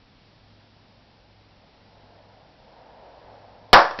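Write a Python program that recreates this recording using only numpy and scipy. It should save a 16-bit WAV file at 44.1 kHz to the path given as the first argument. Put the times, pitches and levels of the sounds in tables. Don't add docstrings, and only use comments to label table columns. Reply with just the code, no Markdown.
import sys
import numpy as np
from scipy import signal
from scipy.fft import rfft, irfft
from scipy.io import wavfile
from scipy.ndimage import uniform_filter1d

SR = 44100
rng = np.random.default_rng(int(sys.argv[2]) if len(sys.argv) > 2 else 0)


def transcribe(u):
    v = np.clip(np.atleast_2d(u).T, -1, 1)
    q = np.round(v * 32767).astype(np.int16)
    wavfile.write(sys.argv[1], SR, q)


N = 176400
BURST_S = 3.7303

# (frequency [Hz], relative level [dB])
HISS_TONE = [(12, -30), (22, -8), (40, -9), (75, -12), (130, -9), (250, -10), (400, -18), (830, -20),
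             (1400, -23), (2500, -24), (4400, -24), (5400, -26)]
# (time [s], level [dB])
HUM_LEVELS = [(0, -70), (.17, -70), (.27, -60), (.8, -63), (1.8, -64), (2.3, -59), (2.48, -72), (3.15, -72),
              (3.3, -63), (4, -61)]
# (frequency [Hz], relative level [dB])
TRAFFIC_TONE = [(100, -24), (350, -13), (490, -2), (660, 0), (900, -2), (1000, -7), (1150, -15),
                (1700, -17), (3000, -32), (5000, -45)]
# (time [s], level [dB])
TRAFFIC_LEVELS = [(0, -68), (1.0, -63), (1.75, -62), (2.0, -57), (2.3, -55.5), (2.52, -60), (2.8, -51.5),
                  (3.05, -48), (3.25, -49), (3.45, -51), (3.7, -53)]
# (frequency [Hz], relative level [dB])
CRACK_TONE = [(40, -12), (150, -6), (500, -3), (1000, 0), (1800, 0), (2800, -4), (4500, -6), (5600, -12)]
# (frequency [Hz], relative level [dB])
ECHO_TONE = [(40, -28), (120, -24), (250, -18), (400, -13), (540, -3), (800, 0), (1150, 0), (1400, -5),
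             (1700, -4), (2000, -15), (3100, -23), (5200, -21)]
# (frequency [Hz], level [dB], time to fade by 60 dB [s])
WALL_RINGS = [(338, -23, .35), (569, -22, .45), (744, -14, .42), (865, -19, .4), (1570, -19, .35),
              (1732, -18, .28)]
# (time [s], level [dB])
WALL_SLAPS = [(3.7515, -1), (3.7598, -1), (3.7645, -4), (3.7708, -5), (3.7900, -6), (3.8035, -14),
              (3.8180, -14), (3.8515, -23), (3.9092, -23)]
# (frequency [Hz], relative level [dB])
FOIL_TONE = [(60, -8), (400, 0), (1200, -6), (2000, 0), (3000, -8), (5200, -8)]
# (time [s], level [dB])
FOIL_CRACKLES = [(3.9785, -43), (3.9890, -25), (3.9935, -30)]

TREBLE_LIMIT_HZ = 5650
TIME = np.arange(N) / SR


def gain(db):
    return 10 ** (np.asarray(db) / 20)


def curve(points):
    return np.interp(TIME, *np.array(points).T)


def noise(tone):
    hz, db = np.array(tone).T
    freqs = np.maximum(np.fft.rfftfreq(N, 1 / SR), 1)
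    shape = gain(np.interp(np.log(freqs), np.log(hz), db)) * (freqs < TREBLE_LIMIT_HZ * 2 ** .5)
    x = irfft(rfft(rng.standard_normal(N)) * shape, N)
    return x / x.std()


def drift(per_second):
    hold = int(SR / per_second)
    steps = rng.standard_normal(N)[np.arange(N) // hold]
    x = uniform_filter1d(uniform_filter1d(steps, hold), hold)
    return x / x.std()


def fade(start, fade_s):
    age = TIME - start
    return (age >= 0) * np.exp(-np.log(1000) * np.maximum(age, 0) / fade_s)


def cut_treble(x, hz):
    return signal.fftconvolve(x, signal.firwin(201, hz, window="blackmanharris", fs=SR), "same")


def hiss():
    return noise(HISS_TONE) * gain(-57 + .3 * drift(5))


def engine():
    hum_hz, thrum_hz = 102.3, 57.5
    phase_per_hz = 2 * np.pi * np.cumsum(1 + .012 * drift(7)) / SR
    hum = gain(curve(HUM_LEVELS) + 1.5 * drift(8)) * np.sin(hum_hz * phase_per_hz)
    thrum = gain(-67 + 3 * drift(4)) * np.sin(thrum_hz * phase_per_hz)
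    return np.sqrt(2) * (hum + thrum)


def traffic():
    return noise(TRAFFIC_TONE) * gain(curve(TRAFFIC_LEVELS) + .8 * drift(9))


def bag_burst():
    crack = gain(10) * noise(CRACK_TONE) * fade(BURST_S, fade_s=.05)
    progress = np.maximum(TIME - BURST_S, 0) / .008
    suction = gain(-15) * progress * np.exp(1 - progress)
    return crack - suction


def yard_echoes():
    early = fade(BURST_S, fade_s=.3)
    tail = gain(-22) * fade(BURST_S, fade_s=.9)
    slap_power = sum((gain(db) * fade(start, fade_s=.035)) ** 2 for start, db in WALL_SLAPS)
    rings = sum(gain(db) * fade(BURST_S, fade_s) * np.sin(2 * np.pi * (hz * TIME + rng.random()))
                for hz, db, fade_s in WALL_RINGS)
    return noise(ECHO_TONE) * np.sqrt(early ** 2 + tail ** 2 + slap_power) + rings


def torn_foil():
    return noise(FOIL_TONE) * sum(gain(db) * fade(start, fade_s=.028) for start, db in FOIL_CRACKLES)


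def scene():
    bang = bag_burst() + yard_echoes() + torn_foil()
    background = hiss() + traffic() + engine()
    return (bang + background)[None]


def record(dry):
    overload, ceiling, hardness = gain(-3.2), gain(-2.7), 5
    squashed = dry[0] / (1 + np.abs(dry[0] / overload) ** hardness) ** (1 / hardness)
    centred = signal.sosfilt(signal.butter(1, 1.2, "high", fs=SR, output="sos"), squashed)
    dulled = cut_treble(centred, TREBLE_LIMIT_HZ)
    clipped = np.clip(dulled, -ceiling, ceiling)
    return cut_treble(clipped, hz=16500)[None]


dry = scene()
out = record(dry)
transcribe(out)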